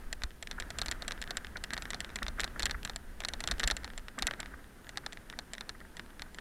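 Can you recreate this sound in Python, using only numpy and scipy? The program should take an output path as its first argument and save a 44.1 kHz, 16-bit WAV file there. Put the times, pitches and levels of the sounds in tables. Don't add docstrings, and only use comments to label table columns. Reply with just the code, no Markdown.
import sys
import numpy as np
from scipy import signal
from scipy.fft import rfft, irfft
from scipy.io import wavfile
from scipy.ndimage import uniform_filter1d

SR = 44100
rng = np.random.default_rng(int(sys.argv[2]) if len(sys.argv) > 2 else 0)


def waveform_to_disk(signal):
    frames = np.transpose(np.atleast_2d(signal))
    scaled = np.clip(frames, -1, 1) * 32767
    samples = np.round(scaled).astype(np.int16)
    wavfile.write(sys.argv[1], SR, samples)


N = 282368
TIME = np.arange(N) / SR


# start in seconds, strength in dB.
WALL_TICKS = [(0.2355, 2.5), (0.5123, 0.5), (0.816, 4.5), (0.8833, 0.5), (1.0217, -1.5), (1.12, 0.5),
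              (1.3072, 2), (1.5701, -3.5), (1.7775, -0.5), (1.945, -0.5), (2.282, 0.5), (2.4428, 4),
              (2.6308, 4), (2.7103, 3), (2.8964, -1), (3.249, 3.5), (3.3359, 1), (3.4392, 1), (3.5124, 6.5),
              (3.5165, 1), (3.6381, 5), (3.7111, 7), (3.8447, -1), (4.2229, 6.5), (4.9729, 3.5), (5.063, 1),
              (5.3891, 0.5), (5.6088, -1.5), (5.6929, 0), (6.22, -2)]
# frequency in Hz, width in Hz, relative level in dB.
WALL_MODES = [(708, 277, -8), (1330, 227, -4.5), (1770, 346, -1.5), (3645, 293, 0), (4253, 310, 1.5),
              (5200, 320, -8), (5670, 430, -7.5), (6600, 620, -15.5), (7220, 290, -10.5), (8240, 520, -15),
              (9360, 590, -16.5), (10600, 190, -31), (12000, 170, -39)]
CRACK_MODES = [(11500, 850, -28)]
def wall_ticks():
    hits = harder_when_strong(WALL_TICKS, hardness_db=-0.08, per_db=0.39)
    ticks = knocks(hits, WALL_MODES, WALL_MODES, level_db=-1.5, rebound_db=-7.5, livelier=0.52,
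                   gap_s=0.0017, loss_db=2.5, softening=4.96, count=4)
    start_s, db = np.transpose(WALL_TICKS)
    cracks = strike(np.round(start_s * SR).astype(int), 1 + 1.8 * db, 0, CRACK_MODES, spread_db=3.5)
    return lowpass(ticks, top_hz=12300) + cracks


# start in seconds, strength in dB, hardness in dB per octave.
FOOT_TAPS = [(0.2196, -6.5, -2.5), (0.4724, -3.5, 1.5), (0.6232, -6.5, -2), (0.793, -9, 7),
             (0.9228, -2.5, 0), (1.109, -.5, -0.5), (1.2243, -3, 3), (1.2754, -9, -1), (1.3806, -10, -2.5),
             (1.4465, -6, -2), (1.7056, -3, -.5), (1.7418, -5, 3), (1.767, -6, -3.5), (1.8544, -5, -1),
             (1.933, -1, -1.5), (2.046, -3, -0.5), (2.1021, -12.5, -3.5), (2.1874, -6, -1), (2.2298, 0, 4),
             (2.2655, -1.5, -2), (2.3965, 3, -1.5), (2.4133, -3.5, 6.5), (2.4344, 1.5, -1),
             (2.4773, -9, -3), (2.603, -0.5, -1), (2.6234, 0, 4.5), (2.6659, 3, 0), (2.6964, -2.5, -1.5),
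             (2.8753, -6, -0.5), (3.219, -12, -4.5), (3.237, -5.5, -1), (3.4864, -1.5, -0.5),
             (3.6013, 1, -1), (3.6093, -7, 2), (3.6327, 5, -1), (3.682, -2, 4), (3.7012, 4, -1.5),
             (3.8771, -11, -4), (3.902, -12, -1.5), (3.983, -14, 3), (4.0832, -5.5, -2), (4.2286, -1, -.5),
             (4.3105, 1.5, -2), (4.3366, -6, -3), (4.4301, -8.5, -4.5), (4.4591, -9.5, -1.5),
             (5.1239, -9, 1.5), (5.1723, -10, -3), (5.2995, -6, 2.5), (5.3266, -12.5, -5), (5.551, -12, 0),
             (5.5813, -7, 0), (5.9954, -4.5, -2), (6.1951, -7, 0), (6.3857, -6, -2)]
# frequency in Hz, width in Hz, relative level in dB.
FOOT_MODES = [(470, 600, -12), (1390, 600, -2.5), (1810, 314, 4), (2330, 590, -1), (2770, 1200, -3),
              (3740, 530, -2), (4120, 300, -6.5), (5400, 700, -10.5), (6920, 250, -17), (7700, 460, -18),
              (9020, 500, -18.5), (9900, 430, -24), (12000, 1300, -25.5)]
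def foot_taps():
    taps = knocks(FOOT_TAPS, FOOT_MODES, FOOT_MODES, level_db=-0.13, rebound_db=-14.5, livelier=0.14,
                  gap_s=0.0024, loss_db=2.5, softening=3.7, count=3)
    return lowpass(taps, top_hz=11000)


# start in seconds, strength in dB.
LATCH_SNAPS = [(0.1278, -2), (0.426, -6.5), (0.6, -3.5), (0.704, -6), (0.786, -1.5), (0.8602, -3.5),
               (0.913, 1), (1.08, -1.5), (1.216, -5), (1.37, 0.5), (1.6387, -2.5), (1.7342, -2),
               (1.822, -7), (1.9044, -3), (2.0044, -3.5), (2.158, -2), (2.4038, 0.5), (2.595, -1.5),
               (2.656, 3.5), (2.8496, -2), (2.9604, -3.5), (3.204, -5.5), (3.2854, -0.5), (3.4047, -3.5),
               (3.4745, 0.5), (3.5964, 0), (3.6751, 4), (3.7669, -3.5), (3.9775, -7), (4.1883, -5),
               (4.2688, 5), (4.4025, -4.5), (4.892, -10), (5.13, -11), (5.5344, -5.5), (5.9684, -11),
               (6.3456, -14)]
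# frequency in Hz, width in Hz, relative level in dB.
LATCH_MODES = [(671, 81, 1), (1460, 550, -9.5), (1960, 150, 3.5), (2770, 200, -4), (3320, 280, -0.5),
               (4340, 210, 1), (5040, 123, -1.5), (6070, 76, -2), (7090, 375, 3), (7520, 800, 2),
               (8485, 590, -8), (10730, 140, -7.5), (11560, 370, -14), (12900, 400, -30)]
def latch_snaps():
    hits = harder_when_strong(LATCH_SNAPS, hardness_db=0, per_db=0.2014)
    snaps = knocks(hits, LATCH_MODES, FOOT_MODES, level_db=-0.22, rebound_db=-0.9, livelier=0.37,
                   gap_s=0.0014, loss_db=1.6, softening=-0.76, count=6)
    return lowpass(snaps, top_hz=13600)


def harder_when_strong(hits, hardness_db, per_db):
    return [(s, db, hardness_db + per_db * db) for s, db in hits]


def knocks(hits, modes, rebound_modes, level_db, rebound_db, livelier, gap_s, loss_db, softening, count):
    start_s, db, hardness = np.transpose(hits)
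    at = np.round(start_s * SR).astype(int)
    lags_s = np.cumsum(gap_s * rng.uniform(0.45, 1.6, (len(at), count)), axis=1)
    shares_db = 2 * rng.standard_normal(lags_s.shape) - loss_db * np.arange(count)
    shares_db -= 10 * np.log10(np.sum(from_db(shares_db) ** 2, axis=1, keepdims=True))
    bounce_at = (at[:, None] + (lags_s * SR).astype(int)).ravel()
    bounce_db = ((db + livelier * db + rebound_db)[:, None] + shares_db).ravel()
    bounce_hardness = np.repeat(hardness, count) - softening
    chatter = strike(bounce_at, bounce_db, bounce_hardness, rebound_modes, spread_db=3.5)
    corner_s, corner_db = 0.00055, -8.5
    corner_at = at + (corner_s * SR * rng.uniform(0.4, 1.6, len(at))).astype(int)
    contact_db = np.r_[db, db + corner_db] + level_db
    contact = strike(np.r_[at, corner_at], contact_db, np.r_[hardness, hardness], modes, spread_db=0.8)
    return contact + chatter


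def strike(at, level_db, hardness, modes, spread_db):
    chance_db = spread_db * rng.standard_normal((len(at), len(modes)))
    out = np.zeros(N)
    for k, (hz, width_hz, db) in enumerate(modes):
        tilt_db = hardness * np.log2(hz / 3000)
        force = np.bincount(at, from_db(level_db + db + tilt_db + chance_db[:, k]), N)[:N]
        out += (-1) ** k * resonate(force, hz, width_hz)
    return out


def foot_jiggle(ground_db, level_db, hardness_db, count):
    at = by_chance(ground_db, count)
    touch_db = level_db + 0.5 * (ground_db[at] - ground_db.mean())
    return strike(at, touch_db, hardness_db, FOOT_MODES, spread_db=4)


# middle in seconds, relative level in dB.
RUBS = [(0.586, -35), (1.299, -42), (1.561, -34), (1.732, -35), (2.225, -31.5), (2.388, -36.5),
        (2.563, -38.5), (2.748, -34.5), (4.185, -33.5), (4.286, -30.5), (4.398, -39), (4.541, -40.5),
        (5.338, -43.5), (5.752, -47), (5.815, -46)]
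def case_rubs(ground_db, level_db, faint_db, thud_db, thud_hz, thud_width_hz):
    friction = through_mount(rng.standard_normal(N), top_hz=2180)
    friction /= np.sqrt(uniform_filter1d(friction ** 2, size=200) + 1e-9)
    events = RUBS + [(s, faint_db) for s in by_chance(0.5 * ground_db, count=18) / SR]
    hum = resonate(rng.standard_normal(N), thud_hz, thud_width_hz)
    hum = rms_one(resonate(hum, thud_hz, thud_width_hz))
    rubs = from_db(level_db) * swells(events, width_s=0.0041) * friction
    thuds = from_db(thud_db) * swells(events, width_s=0.0084) * hum
    return rubs + thuds


# frequency in Hz, width in Hz, relative level in dB.
MOUNT_MODES = [(620, 140, -9), (1265, 167, -1), (1540, 180, 3), (1860, 390, -2)]
def through_mount(force, top_hz):
    rings = sum((-1) ** k * from_db(db) * resonate(force, hz, width_hz)
                for k, (hz, width_hz, db) in enumerate(MOUNT_MODES))
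    return rms_one(lowpass(rings, top_hz, order=8))


# time in seconds, relative level in dB.
BUMPS = [(0.24, -31), (0.813, -38), (0.883, -37), (2.232, -35), (2.276, -35), (2.425, -35.5), (2.633, -31),
         (2.748, -37), (3.523, -30.5), (3.645, -25.5), (3.72, -30), (4.233, -33.5), (4.521, -40.5)]
def bumps(swing_hz, width_s, delay_s, level_db):
    out = np.zeros(N)
    for s, db in BUMPS:
        t = TIME - s - delay_s
        out += from_db(db + level_db) * np.sin(2 * np.pi * swing_hz * t) * bell_curve(t, width_s)
    return out


# time in seconds, roughness as a level in dB.
ROUGHNESS = [(0.0, -56.5), (0.23, -65.5), (0.46, -65), (0.64, -53.5), (1.69, -57), (1.85, -54.5),
             (2.37, -56), (2.74, -53.5), (2.97, -61.5), (3.24, -59.5), (3.44, -54.5), (3.65, -52),
             (4.06, -62), (4.4, -54.5), (4.67, -61.5), (5.79, -61), (5.93, -61), (6.4, -61.5)]
def track_roughness():
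    return np.interp(TIME, *np.transpose(ROUGHNESS))


def frame_shake():
    knock_s, db = np.transpose([row[:2] for row in WALL_TICKS + FOOT_TAPS + LATCH_SNAPS])
    coarse = TIME[::100]
    power = from_db(db) ** 2 @ bell_curve(coarse - knock_s[:, None], width_s=0.029)
    return np.interp(TIME, coarse, np.sqrt(power))


# frequency in Hz, relative spectral level in dB.
GRIT_SPECTRUM = [(500, -8), (1500, -5), (2300, -6.5), (3200, -9.5), (4300, -15), (6000, -16.5),
                 (12000, -20), (16000, -35)]
def gravel_crunch(ground_db, shake, stones_per_s, size_spread_db, clump_db, bed_db, grit_db):
    crunch = np.hypot(from_db(ground_db - 1.8), from_db(-63) * shake)
    crunch_db = 20 * np.log10(crunch)
    clumps_db = clump_db * drift(60)
    rate = stones_per_s * from_db(0.5 * (crunch_db - crunch_db.mean()))
    struck = rng.random(N) < rate / SR
    sizes = from_db(size_spread_db * np.minimum(rng.exponential(1, N), 3))
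    stones = rms_one(struck * sizes * rng.choice([-1, 1], N))
    grind = (stones + from_db(bed_db) * rng.standard_normal(N)) * from_db(clumps_db)
    grit = from_db(grit_db + 0.5 * clumps_db) * noise(GRIT_SPECTRUM)
    return crunch * (through_mount(grind, top_hz=2190) + grit)


# frequency in Hz, relative spectral level in dB.
DRONE_SPECTRUM = [(60, -12), (110, 1), (160, -1.5), (225, 3), (290, -2.5), (400, -5), (650, -12),
                  (950, -12), (1500, -28), (3000, -51)]
def tyre_drone(ground_db, shake, level_db, follows, shake_db):
    rolling = from_db(level_db + follows * (ground_db - ground_db.mean()))
    return np.hypot(rolling, from_db(shake_db) * shake) * noise(DRONE_SPECTRUM)


# time in seconds, relative level in dB.
GUSTS = [(0.0, -43.5), (0.4, -50.5), (0.7, -45), (2.1, -47.5), (2.6, -42.5), (3.15, -49), (3.6, -40),
         (4.1, -52.5), (4.55, -48), (4.8, -55), (6.4, -53)]
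# frequency in Hz, relative spectral level in dB.
WIND_SPECTRUM = [(12, -2), (22, 7.5), (45, -4), (68, -3), (95, -20), (140, -26), (300, -51)]
def wind(level_db):
    gust_db = np.interp(TIME, *np.transpose(GUSTS))
    return from_db(gust_db + level_db) * noise(WIND_SPECTRUM)


def high_ticking(level_db, ticks_per_s, first_s, swell_s):
    swell = sum(bell_curve(TIME - first_s - turn, swell_s) for turn in range(3))
    ticks = np.cos(np.pi * ticks_per_s * TIME) ** 2
    sizzle = rms_one(resonate(rng.standard_normal(N), hz=11600, width_hz=1200))
    return from_db(level_db) * swell * ticks * sizzle


# frequency in Hz, relative spectral level in dB.
HISS_SPECTRUM = [(500, 12), (3000, 5.5), (6000, 0.5), (11000, 0.5), (15000, -1.5), (17000, -33)]
# frequency in Hz, relative level in dB.
WHINE_TONES = [(9490, -77), (9561, -88.5)]
def electronics(hiss_db, whine_db, waver_hz):
    whine = sum(from_db(db) * np.sqrt(2) * np.sin(wavering_phase(hz, waver_hz, per_s=30.8))
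                for hz, db in WHINE_TONES)
    return from_db(hiss_db) * noise(HISS_SPECTRUM) + from_db(whine_db) * whine


# middle in seconds, pitch in Hz, level in dB,
# level of the octave in dB above that.
PEEPS = [(2.9, 6560, -72, 1), (4.87, 6720, -71, 2)]
def peeps(width_s, waver_hz):
    out = np.zeros(N)
    for s, hz, db, octave_db in PEEPS:
        phase = wavering_phase(hz, waver_hz, per_s=300)
        swell = from_db(db) * bell_curve(TIME - s, width_s)
        out += swell * (np.sin(phase) + from_db(octave_db) * np.sin(2 * phase))
    return out


def from_db(db):
    return 10 ** (np.asarray(db) / 20)


def rms_one(x):
    return x / np.sqrt(np.mean(x ** 2) + 1e-20)


def noise(spectrum):
    hz, db = np.transpose(spectrum)
    bins_hz = np.maximum(np.arange(N // 2 + 1) * SR / N, 1)
    gain = from_db(np.interp(np.log(bins_hz), np.log(hz), db))
    cepstrum = irfft(np.log(gain), N)
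    cepstrum[1:N // 2] *= 2
    cepstrum[N // 2 + 1:] = 0
    return rms_one(irfft(rfft(rng.standard_normal(N)) * np.exp(rfft(cepstrum)), N))


def drift(per_s):
    return rms_one(np.interp(TIME * per_s, np.arange(N), rng.standard_normal(N)))


def wavering_phase(hz, waver_hz, per_s):
    return 2 * np.pi * np.cumsum(hz + waver_hz * drift(per_s)) / SR


def by_chance(ground_db, count):
    odds = np.cumsum(from_db(ground_db))
    return np.searchsorted(odds / odds[-1], rng.random(count))


def bell_curve(t, width_s):
    return np.exp(-np.minimum((t / width_s) ** 2, 50))


def swells(events, width_s):
    coarse = TIME[::10]
    return np.interp(TIME, coarse, sum(from_db(db) * bell_curve(coarse - s, width_s) for s, db in events))


def resonate(x, hz, width_hz):
    r = np.exp(-np.pi * width_hz / SR)
    feedback = [1, -2 * r * np.cos(2 * np.pi * hz / SR), r * r]
    return signal.lfilter(np.array([1, 0, -1]) * (1 - r * r) / 2, feedback, x + 1e-18)


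def lowpass(x, top_hz, order=2):
    return signal.sosfilt(signal.butter(order, top_hz, fs=SR, output="sos"), x)


def scene():
    ground_db = track_roughness()
    shake = frame_shake()
    mix = wall_ticks() + foot_taps() + latch_snaps()
    mix += foot_jiggle(ground_db, level_db=-19.5, hardness_db=-2.5, count=30)
    mix += case_rubs(ground_db, level_db=-1.5, faint_db=-51.5, thud_db=-15, thud_hz=231, thud_width_hz=94)
    mix += bumps(swing_hz=43, width_s=0.012, delay_s=0.011, level_db=1.5)
    mix += gravel_crunch(ground_db, shake, stones_per_s=870, size_spread_db=6, clump_db=2,
                         bed_db=2.5, grit_db=-6)
    mix += tyre_drone(ground_db, shake, level_db=-56.5, follows=0.65, shake_db=-58.5)
    mix += wind(level_db=0.5)
    mix += high_ticking(level_db=-64, ticks_per_s=60, first_s=0.84, swell_s=0.091)
    mix += electronics(hiss_db=-64, whine_db=1, waver_hz=2.5)
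    mix += peeps(width_s=0.039, waver_hz=80)
    return mix[None]


def record(dry):
    return signal.sosfilt(signal.ellip(10, 0.1, 80, 15800, fs=SR, output="sos"), dry)


dry = scene()
out = record(dry)
waveform_to_disk(out)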